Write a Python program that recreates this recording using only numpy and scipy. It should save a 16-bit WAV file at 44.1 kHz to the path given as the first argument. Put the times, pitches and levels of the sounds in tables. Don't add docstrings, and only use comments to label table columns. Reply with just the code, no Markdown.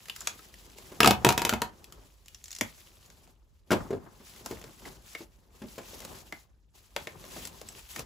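import sys
import numpy as np
from scipy import signal
from scipy.fft import rfft, irfft, next_fast_len
from scipy.io import wavfile

SR = 44100
rng = np.random.default_rng(int(sys.argv[2]) if len(sys.argv) > 2 else 0)


def put_to_file(sound):
    columns = np.atleast_2d(sound).T
    safe = np.clip(columns, -1, 1)
    whole_steps = np.round(safe * 32767)
    wavfile.write(sys.argv[1], SR, whole_steps.astype(np.int16))


N = 355005

# pitch in Hz, relative level in dB, time to fall by 60 dB in s.
BOWL_MODES = [(257, -7, 0.33), (359, -4.5, 0.042), (384, -2, 0.11), (529, -2, 0.21), (880, -10, 0.06),
              (1020, -3.5, 0.12), (1490, -12, .1), (2085, 1.5, 0.054)]
# time in s, rustle level in dB, level of the sliding, drumming bowl in dB.
HANDS = [(0, -57, -64), (.25, -48, -56), (0.549, -56.5, -59.5), (.88, -51.5, -54), (1.001, -55.5, -49),
         (1.4, -55.5, -37.5), (1.75, -61, -55.5), (2.0, -58.5, -57), (2.198, -66, -70), (2.42, -60, -70.5),
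         (2.699, -53, -63.5), (2.999, -56.5, -62.5), (3.301, -63, -61.5), (3.36, -79, -73.5),
         (3.66, -75, -75), (3.75, -48, -38), (3.88, -58, -45), (4.05, -64, -52), (4.25, -52.5, -62.5),
         (4.55, -49, -46), (4.78, -56, -58.5), (4.881, -46.5, -43.5), (5.001, -59, -58), (5.12, -53, -63),
         (5.22, -48, -58), (5.28, -69, -66.5), (5.5, -67, -64), (5.56, -59, -59), (5.85, -48, -55.5),
         (6.12, -47, -45.5), (6.25, -53, -56.5), (6.42, -58.5, -65.5), (6.46, -72.5, -68),
         (6.711, -94.5, -85.5), (6.751, -56.5, -66), (6.93, -62.5, -67.5), (6.999, -48, -53),
         (7.12, -54.5, -56), (7.25, -51, -50), (7.38, -43.5, -49), (7.5, -48.5, -50), (7.62, -54, -56),
         (7.75, -49, -54), (7.88, -51, -65), (7.94, -45.5, -58), (8.0, -39.5, -43.5), (8.05, -58, -53)]
# frequency in Hz, likeness from 0 (unrelated) to 1 (same).
PORT_LIKENESS = [(60, 0.79), (200, 0.7), (700, .6), (2000, 0.088), (4000, 0.52), (5200, 0.32), (7000, 1),
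                 (12000, 1)]


def from_db(db):
    return 10 ** (np.asarray(db) / 20)


def rms_one(x):
    return x / np.sqrt(np.mean(x ** 2) + 1e-20)


def at_hz(points, hz):
    table_hz, values = np.transpose(points)[:2]
    return np.interp(np.log(hz), np.log(table_hz), values)


def drift(rate_hz):
    r = np.exp(-2 * np.pi * rate_hz * 40 / SR)
    noise = rng.standard_normal(N // 40 + 2002)
    slow = signal.lfilter([1], [1, -2 * r, r * r], noise)[2000:]
    return np.interp(np.arange(N) / 40, np.arange(len(slow)), rms_one(slow))


def bands():
    edges = 28 * 2 ** np.arange(0, 9.6, .5)
    return [(np.sqrt(lo * hi), signal.butter(2, [lo, hi], "band", fs=SR, output="sos"))
            for lo, hi in zip(edges, edges[1:])]


def at_ports(mid, side, alike):
    return np.sqrt(1 + alike) * mid + np.sqrt(1 - alike) * side * [[1], [-1]]


def coloured(sources, spectrum, patchy_db):
    out = 0
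    for k, (hz, sos) in enumerate(bands()):
        mid, side = signal.sosfilt(sos, sources[k % 2])
        alike = np.clip(at_hz(PORT_LIKENESS, hz), 0, 1)
        gain = from_db(at_hz(spectrum, hz) + patchy_db * drift(47))
        out = out + gain * at_ports(mid, side, alike)
    return rms_one(out)


def hands_db():
    s, rustle_db, slide_db = np.transpose(HANDS)
    t = np.arange(N) / SR
    return np.interp(t, s, rustle_db), np.interp(t, s, slide_db)


def blows(rows, kind, focus_db, pop_db, modes, ring_db, dying_s, low_drag, crack, wide):
    focus_octaves = 0.5
    pop_t60_s, pop_drag = 0.044, 0.32
    out, t, bank = np.zeros((2, N + SR)), np.arange(SR // 4) / SR, bands()[2:]
    kind_hz, kind_db, low_share, high_share = np.transpose(kind)
    for s, peak_db, thud_db, sizzle_db, pop_hz in rows:
        colour_db = peak_db + kind_db + low_share * thud_db + high_share * sizzle_db
        colour = np.c_[kind_hz, colour_db]
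        noise, sound = rng.standard_normal((2, 2, len(t))), 0
        for k, (hz, sos) in enumerate(bank):
            t60 = dying_s * (3000 / hz) ** low_drag
            build = 1 - np.exp(-t / (0.031 * t60))
            mid, side = noise[k % 2] * build * from_db(-60 * t / t60)
            burst = mid + wide * side * [[1], [-1]]
            burst[:, 30] += crack * (-1) ** k
            fall_db = 14 * min(0, np.log2(hz / kind_hz[0]))
            near_db = focus_db * np.exp(-(np.log2(hz / pop_hz) / focus_octaves) ** 2)
            gain = from_db(at_hz(colour, hz) + fall_db + near_db) * np.sqrt(SR / hz)
            sound = sound + signal.sosfilt(sos, burst) * gain
        for (hz, level_db, t60), luck in zip(modes, rng.standard_normal(len(modes))):
            mode_db = at_hz(colour, hz) + level_db + ring_db + 3.7 * luck
            sound = sound + from_db(mode_db - 60 * t / t60) * np.sin(2 * np.pi * hz * t)
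        pop_fall_db = 60 * t / pop_t60_s * (pop_hz / 1000) ** pop_drag
        pop_gain = from_db(at_hz(colour, pop_hz) + pop_db - pop_fall_db)
        sound = sound + pop_gain * np.sin(2 * np.pi * pop_hz * t)
        at = round(s * SR)
        out[:, at:at + len(t)] += sound
    return out[:, :N]


def film_snaps():
    # start in s, peak level in dB, thud (100-500 Hz) and sizzle (over 4 kHz) in dB against the peak,
    # pitch of the pop in Hz.
    snap_rows = [(0.056, -35, -36, -10, 1780), (0.084, -32, -25, -7, 1730), (0.097, -17, -38, -17, 2945),
                 (0.162, -30, -32, -4, 1300), (0.206, -37, -45, 2.5, 7160), (0.212, -25.5, -35, -26, 1530),
                 (0.218, -36, -43, -6, 7200), (0.272, -5, -42, -17.5, 6620), (0.391, -35.5, -20, -14, 1300),
                 (0.54, -38.5, -27, -5.5, 1980), (0.784, -32, -22, -11.5, 580),
                 (1.842, -41.5, -35, 1.5, 2620), (1.923, -34.5, -34, -5, 1206),
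                 (2.259, -42, -32, -11.5, 6780), (2.282, -37, -45, -5, 2880),
                 (2.346, -29.5, -53, -11.5, 5800), (2.44, -35, -60.5, -3, 7200),
                 (2.457, -35, -48, -9, 5960), (2.481, -33.5, -44, -10, 7400),
                 (2.506, -32.5, -43, -9.5, 5800), (2.515, -32, -39, -7, 6640), (2.528, -30, -42, -7, 4250),
                 (2.55, -32.5, -49, -6, 6400), (2.563, -26.5, -58, -10, 5930), (2.586, -32, -23, -8, 7180),
                 (2.61, -12, -9, -10.5, 2254), (3.06, -49, -21, -7.5, 6840), (3.101, -38, -23.5, -17, 6060),
                 (3.275, -46, -15.5, -13.5, 743), (4.361, -39, -24, -9.5, 1150),
                 (4.46, -27, -6.5, -5, 1020), (4.571, -37, -13, -27, 1900), (4.614, -33.5, -23, -11, 431),
                 (4.64, -31.5, -15, -13, 452), (5.15, -18.5, -23, -23.5, 2150), (5.992, -45, -26, -9, 6100),
                 (6.003, -33, -19, -6, 500), (6.049, -30.5, -14.5, -6, 530),
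                 (6.324, -23.5, -9.5, -20, 2060), (6.963, -9, -25, -20, 559), (7.071, -15, -26, -24, 567),
                 (7.24, -30, -20, -21, 504), (7.452, -26, -31, -10.5, 7400), (7.472, -29, -34, -4, 970),
                 (7.614, -33, -10.5, -9.5, 510), (7.687, -29, -56, -7.5, 7740), (7.792, -42, -16, -9, 2470),
                 (7.961, -23.5, -15, -12, 1850), (7.993, -28, -12.5, -5.5, 486)]
    # frequency in Hz, level in dB against the peak,
    # share of the thud and share of the sizzle that reach this pitch.
    snap_colour = [(319, -2, 0.99, 0.01), (778, -10, 0.53, 0.016), (2400, -12.5, 0.099, 0.12),
                   (6460, 1.5, 0.11, 1.0)]
    return blows(snap_rows, snap_colour, 7.0, 5.8, BOWL_MODES,
                 ring_db=-16.0, dying_s=0.023, low_drag=0.13, crack=3.8, wide=0.43)


def crackle(per_s, spread_db, smooth):
    born = rng.random(N) < per_s * from_db(5.0 * drift(25)) / SR
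    sizes = born * from_db(spread_db * np.minimum(rng.exponential(1, N), 5))
    smear = np.exp(-np.arange(80) / 2.0)
    shape = rms_one(signal.fftconvolve(sizes, smear)[:N]) + smooth
    return shape * rng.standard_normal((2, 2, N))


def ticks():
    per_s, level_db, cycles = 70, -14, 9
    flips = rng.random(N) < per_s / SR
    sizes = from_db(3.5 * np.minimum(rng.exponential(1, N), 3)) * flips
    pitches, dealt, out = np.geomspace(2500, 13000, 10), rng.integers(0, 10, N), 0
    for k, hz in enumerate(pitches):
        r, w = from_db(-60 * hz / cycles / SR), 2 * np.pi * hz / SR
        struck = sizes * (dealt == k) + 1e-18
        out = out + signal.lfilter([0, np.sin(w)], [1, -2 * r * np.cos(w), r * r], struck)
    return from_db(level_db) * rms_one(out)


def film_rustle(rustle_db):
    # frequency in Hz, relative level in dB per Hz.
    rustle_spectrum = [(400, -32), (800, -6), (1500, -6), (3000, -2.5), (5000, -3.5), (8000, -3.5),
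                       (12000, -4.5), (16000, -5.5)]
    creases = coloured(crackle(350, spread_db=5.5, smooth=5.7), rustle_spectrum, patchy_db=1.5)
    swell_db = 2.2 * drift(16)
    return from_db(rustle_db + swell_db) * creases + from_db(rustle_db) * ticks()


def roll_rattle():
    # start in s, peak level in dB, thud (100-500 Hz) and sizzle (over 4 kHz) in dB against the peak,
    # pitch of the pop in Hz.
    roll_rows = [(1.004, 0.5, -25, -16.5, 1250), (1.031, -4.5, -16, -18, 2720),
                 (1.045, -1, -18, -21.5, 1270), (1.059, -3, -17, -16.5, 740),
                 (1.074, -0.5, -15.5, -13.5, 762), (1.108, -4, -16, -15.5, 767),
                 (1.247, -4, -14.5, -12, 942), (1.266, -17, 1.5, -10, 869), (1.289, -1.5, -24.5, -17, 947),
                 (1.304, -11, -16, -18.5, 902), (1.324, -17.5, -19.5, -11.5, 1180),
                 (1.377, -10, -20.5, -12.5, 953), (1.393, -18.5, -27, -16.5, 947),
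                 (1.418, -10, -23.5, -17.5, 945), (1.45, -10, -20, -12, 950), (1.467, -22.5, -9, -20, 923),
                 (1.493, -8.5, -26.5, -12, 1380), (1.526, -23.5, 1.5, -16, 1410),
                 (1.536, -14.5, -15, -16.5, 875), (1.618, -10, -23, -16, 945)]
    # frequency in Hz, level in dB against the peak,
    # share of the thud and share of the sizzle that reach this pitch.
    roll_colour = [(243, 3.5, 0.91, 0.22), (813, -8, 0.55, 0), (2400, -7.5, 0.14, 0.2), (5970, 2, 0, 0.98)]
    # pitch of a mode in Hz, relative level in dB, time to fall by 60 dB in s.
    roll_modes = [(118, -15.5, 0.032), (232, -1, 0.063), (371, 10.5, 0.045), (430, 4, 0.033),
                  (706, -5.5, .12), (749, 0, 0.21), (950, -4.5, 0.14), (1320, -9, .07), (1480, -15, .06),
                  (2575, -7, 0.041), (2570, -6.5, 0.093)]
    return blows(roll_rows, roll_colour, 3.0, 5.6, roll_modes,
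                 ring_db=-7.0, dying_s=0.025, low_drag=0.2, crack=4.2, wide=0.13)


def bowl_knocks():
    # start in s, peak level in dB, thud (100-500 Hz) and sizzle (over 4 kHz) in dB against the peak,
    # pitch of the pop in Hz.
    knock_rows = [(0.918, -33.5, -13.5, -18, 381), (3.706, -8, -7, -27, 1447), (3.716, -4, -19, -23, 290),
                  (3.728, -11, -10.5, -21, 407), (3.906, -29, 3, -21, 399), (3.929, -25, -0.5, -30, 404),
                  (4.202, -36, -17.5, -32, 254), (4.51, -28.5, -5.5, -14, 363),
                  (4.854, -29.5, -27, -17, 2010), (5.206, -35, -10, -18.5, 339),
                  (5.618, -27.5, -14.5, -25.5, 232), (5.637, -39, -2, -25, 247),
                  (5.78, -25, -14.5, -19, 510), (5.933, -34.5, -10, -26, 507),
                  (6.018, -33.5, -22, -13, 517), (7.363, -31.5, -9, -16, 746)]
    # frequency in Hz, level in dB against the peak,
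    # share of the thud and share of the sizzle that reach this pitch.
    knock_colour = [(345, 0, 0.96, 0.011), (800, -11, .2, 0.14), (2400, -8.5, 0, 0.51),
                    (6040, 2.5, 0.13, 0.96)]
    return blows(knock_rows, knock_colour, 2.4, 8.2, BOWL_MODES,
                 ring_db=-6.0, dying_s=0.058, low_drag=.3, crack=1.0, wide=0.13)


def through_bowl(x, share):
    out = x.copy()
    for hz, level_db, t60 in BOWL_MODES:
        r = from_db(-60 / (t60 * SR))
        poles = [1, -2 * r * np.cos(2 * np.pi * hz / SR), r * r]
        out += share * from_db(level_db) * signal.lfilter([1 - r * r, 0, r * r - 1], poles, x)
    return rms_one(out)


def bowl_slide(slide_db):
    # frequency in Hz, relative level in dB per Hz.
    slide_spectrum = [(41, -32.5), (70, 2.5), (184, 2.5), (280, -4), (495, -5), (607, -6), (1070, -8),
                      (1800, -17), (2340, -49), (3960, -120)]
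    rub = coloured(crackle(1400, spread_db=0.0, smooth=1.0), slide_spectrum, patchy_db=2.5)
    return from_db(slide_db + 0.83 * drift(45)) * through_bowl(rub, share=0.65)


def counter_booms():
    # start in s, level in dB ahead of its soft rise and decay, settled pitch in Hz.
    boom_rows = [(1.06, -33, 119), (1.257, -12.5, 122), (1.531, -32, 63.5), (1.95, -40.5, 49),
                 (2.614, -31.5, 101), (3.9, -50, 92.7), (4.515, -38, 61), (4.95, -45, 55.4),
                 (7.399, -48, 52), (8.0, -44, 58)]
    rise_s, die_cycles, sag = .012, 16.0, 0.29
    out, t = np.zeros(N + SR), np.arange(SR // 2) / SR
    rise = 1 - np.exp(-t / rise_s)
    for s, level_db, hz in boom_rows:
        cycles = hz * (t + sag * rise_s * rise)
        shape = rise * from_db(level_db - 60 * t * hz / die_cycles)
        at = round(s * SR)
        out[at:at + len(t)] += shape * np.sin(2 * np.pi * cycles)
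    return out[:N]


def kitchen(x):
    # frequency in Hz, time for the echo to fall by 60 dB in s.
    kitchen_t60 = [(100, 0.37), (300, 0.13), (800, .25), (2500, 0.2), (8000, 0.14)]
    t, echo = np.arange(SR // 2) / SR, 0
    white = rng.standard_normal((2, 2, len(t)))
    for k, (hz, sos) in enumerate(bands()):
        decay = from_db(-60 * t / at_hz(kitchen_t60, hz))
        mid, side = signal.sosfilt(sos, white[k % 2] * decay)
        alike = np.clip(at_hz(PORT_LIKENESS, hz) - .15, 0, 1)
        echo = echo + at_ports(mid, side, alike)
    echo = echo * np.clip(t / .004, 0, 1)
    echo = echo / np.sqrt(np.sum(echo ** 2) / 2)
    return signal.fftconvolve(x[None], echo, axes=1)[:, :N]


def low_rumble(slide_db):
    # frequency in Hz, relative level in dB per Hz.
    rumble_spectrum = [(25, -31.5), (40, -9.5), (52, 4.5), (68, -8), (90, -10.5), (130, -30), (200, -59)]
    steady_db, counter_db = -59, -10.5
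    gain = np.hypot(from_db(steady_db), from_db(slide_db + counter_db))
    return gain * coloured(rng.standard_normal((2, 2, N)), rumble_spectrum, patchy_db=-0.3)


def quiet_hiss():
    # frequency in Hz, relative level in dB per Hz.
    hiss_spectrum = [(60, -8), (120, 1), (300, -8), (1000, -20.5), (4000, -23), (16000, -32.5)]
    return from_db(-72) * coloured(rng.standard_normal((2, 2, N)), hiss_spectrum, patchy_db=5.0)


def scene():
    # time in s, left against right in dB.
    sideways = [(0, 1), (3.7, 1.5), (8, 2)]
    rustle_db, slide_db = hands_db()
    bass_cut = signal.butter(2, 75, "high", fs=SR, output="sos")
    hits = signal.sosfilt(bass_cut, film_snaps() + roll_rattle() + bowl_knocks())
    echo = from_db(-7.5) * kitchen(hits.mean(0))
    left_right_db = np.interp(np.arange(N) / SR, *np.transpose(sideways))
    pan = from_db(left_right_db * [[.5], [-.5]])
    near = hits + echo + film_rustle(rustle_db) + bowl_slide(slide_db) + counter_booms()
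    return near * pan + low_rumble(slide_db) + quiet_hiss()


def record(dry):
    # frequency in Hz, microphone level in dB.
    mic_treble = [(6000, 0), (9000, -1), (12000, -1.5), (16000, -2)]
    # frequency in Hz, phase turn in radians that makes the left port's treble late.
    left_turn = [(7050, 0), (15330, -4 * np.pi)]
    size = next_fast_len(N)
    hz = np.arange(size // 2 + 1) * SR / size
    turn = np.interp(hz, *np.transpose(left_turn))
    ports = from_db(at_hz(mic_treble, hz + 1)) * np.exp(1j * turn * [[1], [0]])
    heard = irfft(rfft(dry, size) * ports, size)[:, :N]
    rounded = 1.323 * np.tanh(heard / 1.713)
    bass_cut = signal.butter(4, 38, "high", fs=SR, output="sos")
    top_cut = signal.cheby2(14, 70, 16400, fs=SR, output="sos")
    return signal.sosfilt(top_cut, signal.sosfilt(bass_cut, rounded))


dry = scene()
out = record(dry)
put_to_file(out)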